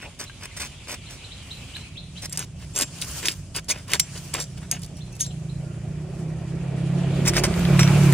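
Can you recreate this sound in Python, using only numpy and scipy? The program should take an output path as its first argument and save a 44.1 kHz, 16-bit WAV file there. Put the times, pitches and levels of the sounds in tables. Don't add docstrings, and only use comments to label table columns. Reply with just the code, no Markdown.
import sys
import numpy as np
from scipy import signal
from scipy.fft import rfft, irfft, next_fast_len
from scipy.io import wavfile
from scipy.ndimage import uniform_filter1d, map_coordinates

SR = 44100
rng = np.random.default_rng(int(sys.argv[2]) if len(sys.argv) > 2 else 0)


def to_linear_factor(level_db):
    exponent = np.asarray(level_db, float) / 20
    return 10 ** exponent


def digitize_waveform(pressure):
    field = np.atleast_2d(pressure).T
    bounded = np.clip(field, -1, 1)
    quanta = np.round(bounded * 32767).astype(np.int16)
    wavfile.write(sys.argv[1], SR, quanta)


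N = 358533

# (time [s], length [s], share of length at most pressure [0-1],
# rasp level [dB], flesh level over rasp [dB])
TURN_STROKES = [(0, 0.083, 0.3, -49, 4), (.183, 0.08, 0.25, -36, -2.5), (.393, 0.081, 0.76, -43.5, 5),
                (.559, 0.041, 0.34, -38, -4), (.59, 0.098, 0, -30.5, -4), (.86, 0.11, 0.5, -36, 0.5),
                (1.084, 0.1, 0.2, -45, -5), (2.208, 0.067, 0.6, -35.5, -7.5)]
CUT_STROKES = [(2.3, 0.072, 0.97, -43, 0.5), (2.361, 0.1, 0.38, -38, -0.5), (2.58, 0.097, 0.47, -51.5, -1),
               (2.737, 0.12, 0.67, -27.5, -3.5), (3.007, 0.049, 0.21, -32, -8.5),
               (3.217, 0.074, 0.72, -30.5, -1), (3.273, 0.077, 0.19, -32, -7),
               (3.539, 0.067, 0.45, -31.5, -1.5), (3.68, 0.057, 0.396, -22.5, -6),
               (3.72, 0.114, 0, -46.5, 5), (3.868, 0.1206, 0.63, -33, 3.5),
               (3.993, 0.01503, 0.28, -14.5, -25), (4.145, 0.069, 0.21, -43, 1.5),
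               (4.33, 0.083, 0.073, -33.5, 4.5), (4.39, 0.065, 0, -30.5, -8),
               (4.567, 0.0257, 0.59, -50.5, 6.5), (4.61, 0.055, 0.386, -53.5, 7.5),
               (4.71, 0.078, 0, -40, 5), (4.811, 0.05, 0.55, -42, -15), (5.19, 0.082, 0, -33.5, -18.5),
               (5.15, .024, 0.64, -49, -16), (4.965, 0.043, 0.11, -50, -9)]
CLUB_STROKES = [(7.243, 0.068, 0.61, -27, 1), (7.328, 0.087, 0.53, -25.5, 0.43),
                (7.433, 0.04, 0.091, -25.5, 2), (7.785, 0.0605, 0.105, -30, 3.6)]
# (frequency [Hz], level [dB per Hz])
SCALE_SPECTRUM = [(1760, -21.5), (3000, -12), (4200, -5.5), (5300, -0.5), (6800, -5.5), (8400, -5),
                  (10800, -10.5), (12000, -22.5), (14000, -15.5), (15700, -19), (16200, -32), (16500, -54)]
# (frequency [Hz], level [dB per Hz])
FLESH_SPECTRUM = [(150, -40), (250, -4), (492, -4), (650, -1), (808, -4), (1000, -3), (1440, -4.5),
                  (2340, -6), (3490, -9), (4500, -19), (5850, -45.5), (9900, -120)]
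# (time [s], bright crack level [dB], dull crack level [dB], dull centre [Hz])
SNAPS = [(.002, -45, -32, 1500), (0.191, -29, -38, 2410), (0.2972, -45, -31, 1580),
         (.5715, -39, -39.5, 3000), (.605, -36, -31, 2170), (1.767, -30, -22, 1730),
         (2.2957, -26.5, -36, 3470), (2.3261, -14.5, -22.5, 2680), (2.33, -17, -34, 3000),
         (2.374, -11, -25, 3000), (2.393, -11.5, -22, 2730), (2.761, -12, -32, 2200),
         (2.7777, -11, -17, 2720), (2.789, -5.5, -24, 3300), (2.799, -13, -31, 3500),
         (2.8112, -4.5, -20, 3040), (2.821, -7, -14, 2470), (3.016, -23, -36, 3500),
         (3.0228, -38.5, -13.5, 3320), (3.256, -15, -8, 3280), (3.2842, -11.5, -1.5, 3010),
         (3.563, -12, -32, 2360), (3.645, -31, -52.5, 2670), (3.935, -5.5, -1, 3125), (3.997, -3, -7, 3050),
         (4.3398, -7.5, -12.5, 2450), (4.4007, -17, -25, 2640), (4.7138, -2, -13.5, 2380),
         (4.8185, -30, -39, 2800), (5.208, -15, -33, 3500), (5.264, -26, -28, 3500)]
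KNOCKS = [(7.2767, -21, -20, 2200), (7.336, -21, -16, 1782), (7.437, -11.5, -12, 3000),
          (7.4425, -17, -8.5, 1880), (7.793, -26, -7, 2700), (7.794, -9, -16, 990),
          (7.8001, -28, -20, 1381), (7.832, -15, -8, 2640), (7.876, -31, -13.5, 2360)]
TICKS = [(1.972, -49, -36, 3000), (2.9859, -28, -42, 3500), (3.1146, -22, -41.5, 3500),
         (3.1445, -36.5, -34, 3500), (3.1824, -31, -42.5, 3500), (3.2294, -21, -21, 2600),
         (3.2592, -10.5, -16, 4000), (3.3216, -20, -33, 3000), (3.5489, -34, -24, 2400),
         (3.8815, -32, -38, 2800), (3.8999, -30, -33, 2800), (3.9375, -12, -19, 3000),
         (4.7947, -32.5, -50.5, 3500), (4.8218, -34, -43, 3500), (4.863, -30, -50.5, 3503),
         (4.908, -45, -54.5, 3540), (4.9686, -37, -52.5, 3500), (5.129, -36, -52, 3511),
         (5.1534, -33, -48, 3500), (5.166, -33, -50, 3500), (5.2038, -18, -31, 3500),
         (7.2664, -23, -20, 2200), (7.2914, -18, -35, 2200), (7.369, -22, -23, 1800),
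         (7.4523, -17, -13, 2600), (7.54, -36.5, -23, 2400), (7.5945, -22, -24, 2375),
         (7.6525, -30, -13.5, 2200), (8.035, -19, -33.5, 2400), (8.125, -12, -13, 2400),
         (6.022, -52, -62, 3500), (6.925, -40, -51.5, 3508)]
# (time [s], frequency [Hz], level [dB])
BODY_TAPS = [(.296, 1600, -34.5), (.512, 2070, -39.5), (1.762, 1697, -33.5), (2.82, 279, -24.5),
             (3.284, 336, -26.5), (3.93, 686, -25), (3.941, 980, -26), (3.886, 1050, -34),
             (4.365, 720, -30), (3.57, 950, -34), (3.7, 950, -32), (3.26, 950, -30), (.21, 490, -38),
             (7.834, 620, -22), (7.44, 330, -22), (4.735, 723, -27.5), (7.44, 580, -18), (7.8, 1315, -16.5)]
# (frequency [Hz], level [dB], 60 dB decay [s])
EDGE_MODES = [(7488, 0, .13), (9114, -17, .06), (13770, -22, .03)]
FACE_MODES = [(3750, -15, .045), (4980, -24, .06), (6514, 0, .1), (8400, -11, .08), (8760, -22, .09),
              (9609, -14, .045), (10150, -12, .09), (11050, -15, .1), (12050, -13, .03)]
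HEEL_MODES = [(5640, 0, .135), (5803, -5, .06)]
# (time [s], level [dB])
EDGE_RINGS = [(2.2982, -37), (2.392, -36), (2.762, -25), (2.7773, -24), (2.789, -24), (2.8119, -25.5),
              (3.255, -36), (3.2845, -35), (3.937, -26), (3.9978, -19), (4.3404, -30), (4.402, -27),
              (5.2076, -42.5), (5.265, -36), (7.796, -28), (7.808, -25), (2.736, -39), (2.823, -31),
              (3.228, -36)]
FACE_RINGS = [(2.392, -35), (2.762, -25), (2.8119, -32), (3.255, -33), (3.935, -33), (4.7129, -25),
              (5.123, -48), (5.197, -39), (5.204, -30), (5.2077, -19)]
HEEL_RINGS = [(2.325, -39), (2.762, -33.5), (3.253, -32.5), (3.935, -31), (3.998, -28.5), (4.401, -32),
              (5.201, -39), (5.2067, -32), (7.44, -38), (7.797, -27), (7.806, -26), (7.8302, -25),
              (4.957, -52), (4.978, -50), (5.129, -50), (5.262, -46)]
# (time [s], length [s], start [Hz], end [Hz], level [dB])
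SQUEAKS = [(0, .085, 2650, 2600, -41), (.02, .08, 720, 700, -42), (.875, .06, 2150, 2400, -42),
           (.885, .045, 4900, 4800, -45), (.6, .055, 2400, 2500, -40), (2.232, 0.0393, 1886, 2033, -42.5),
           (3.286, 0.013, 3080, 1890, -28.5), (3.695, 0.0343, 1807, 2530, -30),
           (7.264, 0.028, 2172, 2270, -27.5), (7.27, 0.033, 5630, 5630, -20),
           (7.358, 0.034, 1305, 2790, -28), (7.438, 0.0118, 1890, 1750, -33),
           (3.688, 0.039, 6100, 6500, -25), (3.692, .032, 7400, 6840, -26), (7.265, 0.033, 7300, 7500, -23),
           (7.467, 0.0072, 1690, 1500, -35.5)]
# (frequency [Hz], lead of left port [rad])
MAT_LEAD = [(300, 0), (700, .9), (1050, .2), (2500, -.4), (3500, -2.1), (4400, -4.3), (5000, -4.8),
            (5600, -4.2), (8000, -5.5), (9300, -4.7), (16000, -4.7)]
EDGE_LEAD = [(300, 0), (650, 1), (1000, 1.2), (1900, .1), (2700, .8), (3700, .3), (4800, 1.9), (5700, 4.9),
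             (6500, 5), (7500, 5.8), (9000, 4.9), (16000, 4.6)]
ASIDE_LEAD = [(300, 0), (900, .9), (1900, .3), (2400, .7), (3000, 1.5), (4200, 2.1), (4800, 2.8),
              (5500, 4.1), (7000, 4.7), (8000, 5.3), (9300, 4.7), (16000, 4.7)]
# (frequency [Hz], left-right likeness [-1 to 1])
ALIKE = [(60, 0.96), (180, 1.0), (330, .93), (600, 0.6), (1500, 0.9), (4970, 0.02), (15000, .034)]

# (time [s], firing rate [1/s], exhaust level [dB], lean to higher multiples [dB per multiple])
ENGINE = [(0, 28.3, -62, 0), (1.83, 29, -51.5, 2), (2.42, 31, -39, 1.5), (2.85, 27.6, -42, -3),
          (3.15, 30, -44, 1), (3.6, 27.6, -43, 0), (4.1, 28.2, -41, 0), (4.55, 31.2, -37, 0),
          (4.8, 28.8, -36, -1), (5.13, 30, -33.5, -3), (5.4, 26.5, -31, -1), (5.8, 29.5, -30, -1),
          (6.05, 30.5, -31, 0), (6.13, 33.5, -29, 5), (6.27, 31, -28.5, 4), (6.55, 33, -25.5, 1),
          (7.02, 34.8, -21, 2.5), (7.25, 34.4, -21.5, -1.5), (7.46, 36, -22.5, -15),
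          (7.53, 34.4, -18.5, 30), (7.62, 34.4, -13.5, 25), (7.72, 35.2, -12, 2), (7.95, 36.2, -12.5, -3),
          (8.13, 34.6, -12, -4)]
# (frequency [Hz], level [dB])
PIPE = [(60, -40), (105, -13), (135, -1), (150, 0), (178, -4), (196, -16), (225, -40), (280, -56),
        (700, -120)]
# (frequency [Hz], level [dB])
PANEL = [(250, -30), (305, -3), (345, 0), (380, -3), (415, -14), (520, -34)]
# (time [s], level [dB])
PANEL_DRIVE = [(0, -70), (4.5, -62), (5.75, -54), (6.1, -46), (6.9, -43), (7.3, -34), (7.5, -34),
               (7.6, -38), (7.75, -31), (7.9, -37), (8.03, -29), (8.13, -29)]
# (frequency [Hz], level [dB per Hz])
BODY_SPECTRUM = [(120, -35), (200, 3.5), (260, -10), (361, -1.5), (438, -9), (668, -6), (824, -16.5),
                 (1500, -28.5), (1950, -19.5), (3300, -120)]

# (frequency [Hz], level [dB per Hz])
RUMBLE_SPECTRUM = [(13, -57), (22, -20), (47, -1.5), (96, 3), (113, -1.5), (146, -3.5), (205, -14),
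                   (269, -12), (300, -19), (390, -65), (660, -120)]
ROAD_SPECTRUM = [(410, -4), (700, -5.5), (825, -4.5), (1460, -7.5), (1650, -11), (2380, 2), (3030, 3),
                 (5000, -9), (6500, -44), (11000, -120)]
TYRE_SPECTRUM = [(410, -17), (700, -11), (825, -2), (1460, -1.5), (1900, -8), (2350, 1), (3000, -5.5),
                 (5000, -15), (8000, -100)]
RUSTLE_SPECTRUM = [(1760, -4.5), (3000, -25), (4540, -0.5), (7320, 1.5), (10300, -3.5), (11700, -9),
                   (13000, -9), (15500, -8), (16000, -40)]
# (time [s], rise [dB/s], fall [dB/s], rustle
# level [dB], duller rubbing over it [dB])
FIDGETS = [(.57, 6, 5, -53, 2), (1.8, 5, 70, -50, 4), (2.19, 110, 90, -50, 0), (3.19, 37, 110, -34.5, -6.5),
           (3.38, 100, 70, -49, -12), (4.21, 30, 42, -42, -5), (4.6, 40, 7, -53, -4),
           (5.55, 12, 25, -55.5, -12), (7.2, 40, 60, -52, 11), (7.6, 40, 20, -44, 0),
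           (6.2, 150, 150, -54, -8), (7.0, 150, 150, -54, -5)]
# (time [s], start [Hz], level [dB])
CHIRPS = [(1.05, 2900, -46), (1.235, 3200, -44), (1.302, 2500, -41), (1.49, 2300, -39.5),
          (1.725, 2000, -40), (1.95, 1900, -40.5), (2.15, 2100, -42), (4.99, 2200, -49), (5.228, 2500, -45),
          (5.48, 2800, -50)]
# (time [s], start [Hz], end [Hz], length [s], level [dB])
PEEPS = [(.262, 4200, 3900, .025, -46), (1.075, 3600, 2500, .02, -48), (1.4, 3900, 2600, .02, -48),
         (1.61, 3500, 2300, .02, -45), (1.81, 2600, 2450, .07, -46), (5.298, 3900, 2500, .02, -50),
         (5.11, 2400, 2650, .03, -54), (5.41, 2600, 2450, .06, -60), (5.62, 1420, 1360, .15, -58)]


def unit(x):
    return x / np.sqrt(np.mean(x ** 2) + 1e-20)


def along(points, hz):
    f, v = np.transpose(points)
    return np.interp(np.log(hz + 1), np.log(f + 1), v)


def curves(rows):
    s, *cols = np.transpose(rows)
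    return [np.interp(np.arange(N) / SR, s, c) for c in cols]


def wobble(rate):
    return map_coordinates(rng.standard_normal(int(N * rate / SR) + 4), [np.arange(N) * rate / SR])


def filtered(x, response):
    m = next_fast_len(N + SR // 2)
    return irfft(rfft(x, m) * response(np.fft.rfftfreq(m, 1 / SR)), m)[..., :N]


def patched(x, patchy_db):
    z = signal.stft(x, nperseg=256)[2]
    field = uniform_filter1d(rng.standard_normal(z.shape[-2:]), size=4, axis=0)
    field = uniform_filter1d(field, size=14, axis=1)
    return signal.istft(z * to_linear_factor(patchy_db * unit(field)), nperseg=256)[1][..., :N]


def grit(spectrum, per_s, spread_db, clump_db, patchy_db):
    caught = rng.random(N) < per_s / SR
    ticks = caught * to_linear_factor(spread_db * rng.exponential(size=N)) * rng.standard_normal(N)
    ticks = patched(ticks * to_linear_factor(clump_db * wobble(220)), patchy_db)
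    return unit(filtered(ticks, lambda hz: to_linear_factor(along(spectrum, hz))))


def resonances(modes):
    def response(f):
        total = 0
        for k, (centre, width, db) in enumerate(modes):
            total = total + (-1) ** k * to_linear_factor(db) * 1j * f * width / (centre ** 2 - f ** 2 + 1j * f * width)
        return total
    return response


def strokes():
    rasp, flesh = np.zeros(N), np.zeros(N)
    hide = grit(FLESH_SPECTRUM, per_s=3500, spread_db=1.6, clump_db=2.6, patchy_db=2)
    kinds = [(TURN_STROKES, 2390), (CUT_STROKES, 2900), (CLUB_STROKES, 2200)]
    rows = [(*row, flesh_hz) for kind, flesh_hz in kinds for row in kind]
    for s, length, share, rasp_db, flesh_db, flesh_hz in rows:
        a, b = round(s * SR), round((s + length) * SR)
        lean = np.interp(np.linspace(0, 1, b - a), [0, np.clip(share, .05, .95), 1], [1, 0, 1])
        press = signal.windows.tukey(b - a, .42) * to_linear_factor(rasp_db + 1.5 - 15 * lean ** 1.7)
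        note = signal.lfilter(*signal.iirpeak(flesh_hz, 4.5, fs=SR), hide[a:b])
        rasp[a:b] += press
        flesh[a:b] += press * to_linear_factor(flesh_db) * (.8 * hide[a:b] + .55 * note)
    blade = resonances([(hz, 2.2 / t60, db) for hz, db, t60 in EDGE_MODES + FACE_MODES + HEEL_MODES])
    noise = rng.standard_normal(N)
    singing = to_linear_factor(-28) * filtered(rasp * noise, blade) / np.std(filtered(noise, blade))
    scales = grit(SCALE_SPECTRUM, per_s=7000, spread_db=1.3, clump_db=3.3, patchy_db=2.3)
    return rasp * scales + flesh + singing


def blade_rings(out):
    t = np.arange(SR // 4) / SR
    for modes, rings in [(EDGE_MODES, EDGE_RINGS), (FACE_MODES, FACE_RINGS), (HEEL_MODES, HEEL_RINGS)]:
        for s, db in rings:
            ring = np.zeros(len(t))
            for hz, mode_db, t60 in modes:
                ring += to_linear_factor(mode_db + rng.normal(0, 1.5) - 60 * t / t60) * np.sin(2 * np.pi * hz * t)
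            out[round(s * SR):][:len(t)] += to_linear_factor(db + 2.5) * ring


def cracks(out):
    t = np.arange(SR // 4) / SR
    bright_band = signal.butter(2, [4800, 10800], "band", fs=SR, output="sos")
    for s, bright_db, dull_db, centre_hz in SNAPS + KNOCKS + TICKS:
        burst = rng.standard_normal(len(t)) * (to_linear_factor(-60 * t / .003) + .25 * to_linear_factor(-60 * t / .03))
        burst[0] = 1.75
        dull_band = signal.butter(2, [centre_hz / 1.56, centre_hz * 1.96], "band", fs=SR, output="sos")
        dull = signal.sosfilt(dull_band, burst)
        bright = signal.sosfilt(bright_band, burst)
        crack = to_linear_factor(dull_db) * dull / abs(dull).max() + to_linear_factor(bright_db + 0.5) * bright / abs(bright).max()
        out[round(s * SR):][:len(t)] += crack


def body_taps(out):
    t = np.arange(SR // 4) / SR
    for s, hz, db in BODY_TAPS:
        tap = np.sin(2 * np.pi * hz * t) * (1 - np.exp(-t / 0.0016))
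        out[round(s * SR):][:len(t)] += to_linear_factor(db - 60 * t / 0.042) * tap


def snaps():
    out = np.zeros(N + SR)
    blade_rings(out)
    cracks(out)
    body_taps(out)
    return signal.lfilter(*signal.butter(2, 15000, fs=SR), out[:N])


def squeaks():
    out, width_hz = np.zeros(N), 280
    flutter = unit(filtered(rng.standard_normal(N), lambda hz: 1 / (1 + (hz / width_hz) ** 2)))
    for s, length, from_hz, to_hz, db in SQUEAKS:
        a, n = round(s * SR), round(length * SR)
        glide = np.sin(2 * np.pi * np.cumsum(np.linspace(from_hz, to_hz, n)) / SR)
        out[a:a + n] += to_linear_factor(db) * signal.windows.tukey(n, .6) * (0.33 + flutter[a:a + n]) * glide
    return out


def ports(x, apart_db):
    places = np.digitize(np.arange(N) / SR, (2.285, 7.1))
    both = np.zeros((2, N))
    for place, lead in enumerate([MAT_LEAD, EDGE_LEAD, ASIDE_LEAD]):
        both += filtered(x * (places == place), lambda hz: np.exp(np.outer([.5j, -.5j], along(lead, hz))))
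    t = np.arange(SR // 20) / SR
    scatter = rng.standard_normal((2, len(t))) * to_linear_factor(-60 * t / 0.045)
    scatter /= np.linalg.norm(scatter[0])
    return both + to_linear_factor(apart_db) * signal.fftconvolve(np.atleast_2d(x), scatter, axes=1)[:, :N]


def passing(nearest_s, distance_s, db, power):
    return db - 20 * power * np.log10(np.hypot(1, (np.arange(N) / SR - nearest_s) / distance_s))


def rush(spectrum, patchy_db):
    pair = patched(rng.standard_normal((2, N)), patchy_db)

    def mid_side(hz):
        turn = np.arccos(np.clip(along(ALIKE, hz), -1, 1)) / 2
        return to_linear_factor(along(spectrum, hz)) * [np.cos(turn), np.sin(turn)]

    mid, side = filtered(pair, mid_side)
    return unit(np.array([mid + side, mid - side]))


def vehicle():
    rate_hz, exhaust_db, lean_db = curves(ENGINE)
    turns = np.cumsum(rate_hz * (1 + .008 * wobble(12))) / SR

    def tone(k, colour, waver_db):
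        level = to_linear_factor(along(colour, k * rate_hz) + waver_db * wobble(8))
        return level * np.cos(2 * np.pi * k * turns + .4 * wobble(7))

    puff = unit(filtered(rng.standard_normal(N), lambda hz: to_linear_factor(along(PIPE, hz))))
    blur = np.interp(exhaust_db, [-48, -33], [1.1, .12])
    tones = sum(to_linear_factor(np.clip(lean_db * (k - 4.5), -30, 0)) * tone(k, PIPE, 1.9) for k in range(2, 8))
    exhaust = unit(unit(tones) + (blur + .08) * puff)
    drone = unit(sum(tone(k, PANEL, 3) * (1 + .4 * wobble(30)) for k in range(8, 15)))

    firing = uniform_filter1d(np.exp(-3 * (turns % 1)), size=24)
    gate = 1 + 0.63 * uniform_filter1d(firing, size=24)
    near_body = to_linear_factor(passing(nearest_s=7.85, distance_s=.75, db=-29, power=1.85))
    body_level = np.hypot(near_body, to_linear_factor(-58))
    body = body_level * unit(gate * rush(BODY_SPECTRUM, patchy_db=2.2))
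    body = body + to_linear_factor(curves(PANEL_DRIVE)[0]) * drone
    shudder_db = passing(nearest_s=7.43, distance_s=.16, db=-29, power=2.5)
    shudder = to_linear_factor(shudder_db) * np.cos(3 * np.pi * turns)
    return (to_linear_factor(exhaust_db) * exhaust + shudder) * to_linear_factor([[-.9], [.9]]) + body * to_linear_factor([[-1.1], [1.1]])


def roadside():
    s, rise, fall, db, dull_db = np.transpose(FIDGETS)[..., None]
    late = np.arange(N) / SR - s
    moves = to_linear_factor(db - np.maximum(-rise * late, fall * late))
    quiet_road_db, quiet_leaves_db = -61.5, -60

    axle_db = passing(nearest_s=7.75, distance_s=.45, db=-30, power=1.05)
    lorry_db = passing(nearest_s=3.3, distance_s=1.5, db=-41, power=.5)
    rumble = np.hypot(to_linear_factor(axle_db), to_linear_factor(lorry_db)) * rush(RUMBLE_SPECTRUM, patchy_db=1.0)
    rumble = rumble * to_linear_factor([[-.7], [.7]])

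    fidget_db = .9 * wobble(23)
    rubbing = np.hypot(to_linear_factor(quiet_road_db), np.linalg.norm(moves * to_linear_factor(dull_db), axis=0))
    road = to_linear_factor(fidget_db) * rubbing * rush(ROAD_SPECTRUM, patchy_db=2.4)
    tyre_db = passing(nearest_s=8, distance_s=0.46, db=-31, power=2)
    road = road + to_linear_factor(tyre_db) * rush(TYRE_SPECTRUM, patchy_db=1.55)

    dust_db = passing(nearest_s=8, distance_s=0.46, db=-36.5, power=2)
    rustle_power = to_linear_factor(2 * quiet_leaves_db) + np.sum(moves ** 2, axis=0) + to_linear_factor(2 * dust_db)
    rustle_db = 10 * np.log10(rustle_power)
    rustle = rush(RUSTLE_SPECTRUM, patchy_db=1.3)
    top = filtered(rustle, lambda hz: np.clip((hz - 10300) / 900, 0, 1))
    top_db = np.clip(rustle_db + 39 + 4 * wobble(9.6), -11.5, 0)
    rustle = rustle - (1 - to_linear_factor(top_db)) * top
    return rumble + road + to_linear_factor(rustle_db + fidget_db + .8 * wobble(60)) * rustle


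def bird():
    out = np.zeros(N + SR)
    top_hz, speed_hz_per_s = 4150, 66000
    chirps = [(s, hz, top_hz, (top_hz - hz) / speed_hz_per_s, db) for s, hz, db in CHIRPS]
    for s, from_hz, to_hz, glide_s, db in chirps + PEEPS:
        stretch = 1.6 if to_hz > from_hz else 1.05
        u = np.arange(round(stretch * glide_s * SR)) / (glide_s * SR)
        hz = from_hz + (to_hz - from_hz) * np.minimum(u, 1) ** .83
        swell = (.6 + .55 * np.minimum(u, 1) ** 1.3) * to_linear_factor(-14 * np.maximum(u - 1, 0))
        swell = swell * np.hanning(len(u)) ** .3
        out[round(s * SR):][:len(u)] += to_linear_factor(db) * swell * np.sin(2 * np.pi * np.cumsum(hz) / SR)
    out[:N] *= 1 + .6 * wobble(600)
    out += to_linear_factor(-11) * np.roll(out, round(.058 * SR))
    t = np.arange(SR) / SR
    trees = rng.standard_normal((2, len(t))) * (to_linear_factor(-60 * t / .14) + .15 * to_linear_factor(-60 * t / .9))
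    trees /= np.linalg.norm(trees[0])
    return .9 * out[:N] + to_linear_factor(3) * signal.fftconvolve(out[None], trees, axes=1)[:, :N]


def scene():
    near = ports(strokes() + snaps() + squeaks(), apart_db=-8.5)
    return near + vehicle() + roadside() + bird()


def top_cut(x):
    return signal.sosfilt(signal.butter(12, 16760, fs=SR, output="sos"), x)


def record(dry):
    rounded = dry / (1 + np.abs(dry / .95) ** 6) ** (1 / 6)
    mix = filtered(rounded, lambda hz: hz < 16700)
    return top_cut(mix)


dry = scene()
out = record(dry)
digitize_waveform(out)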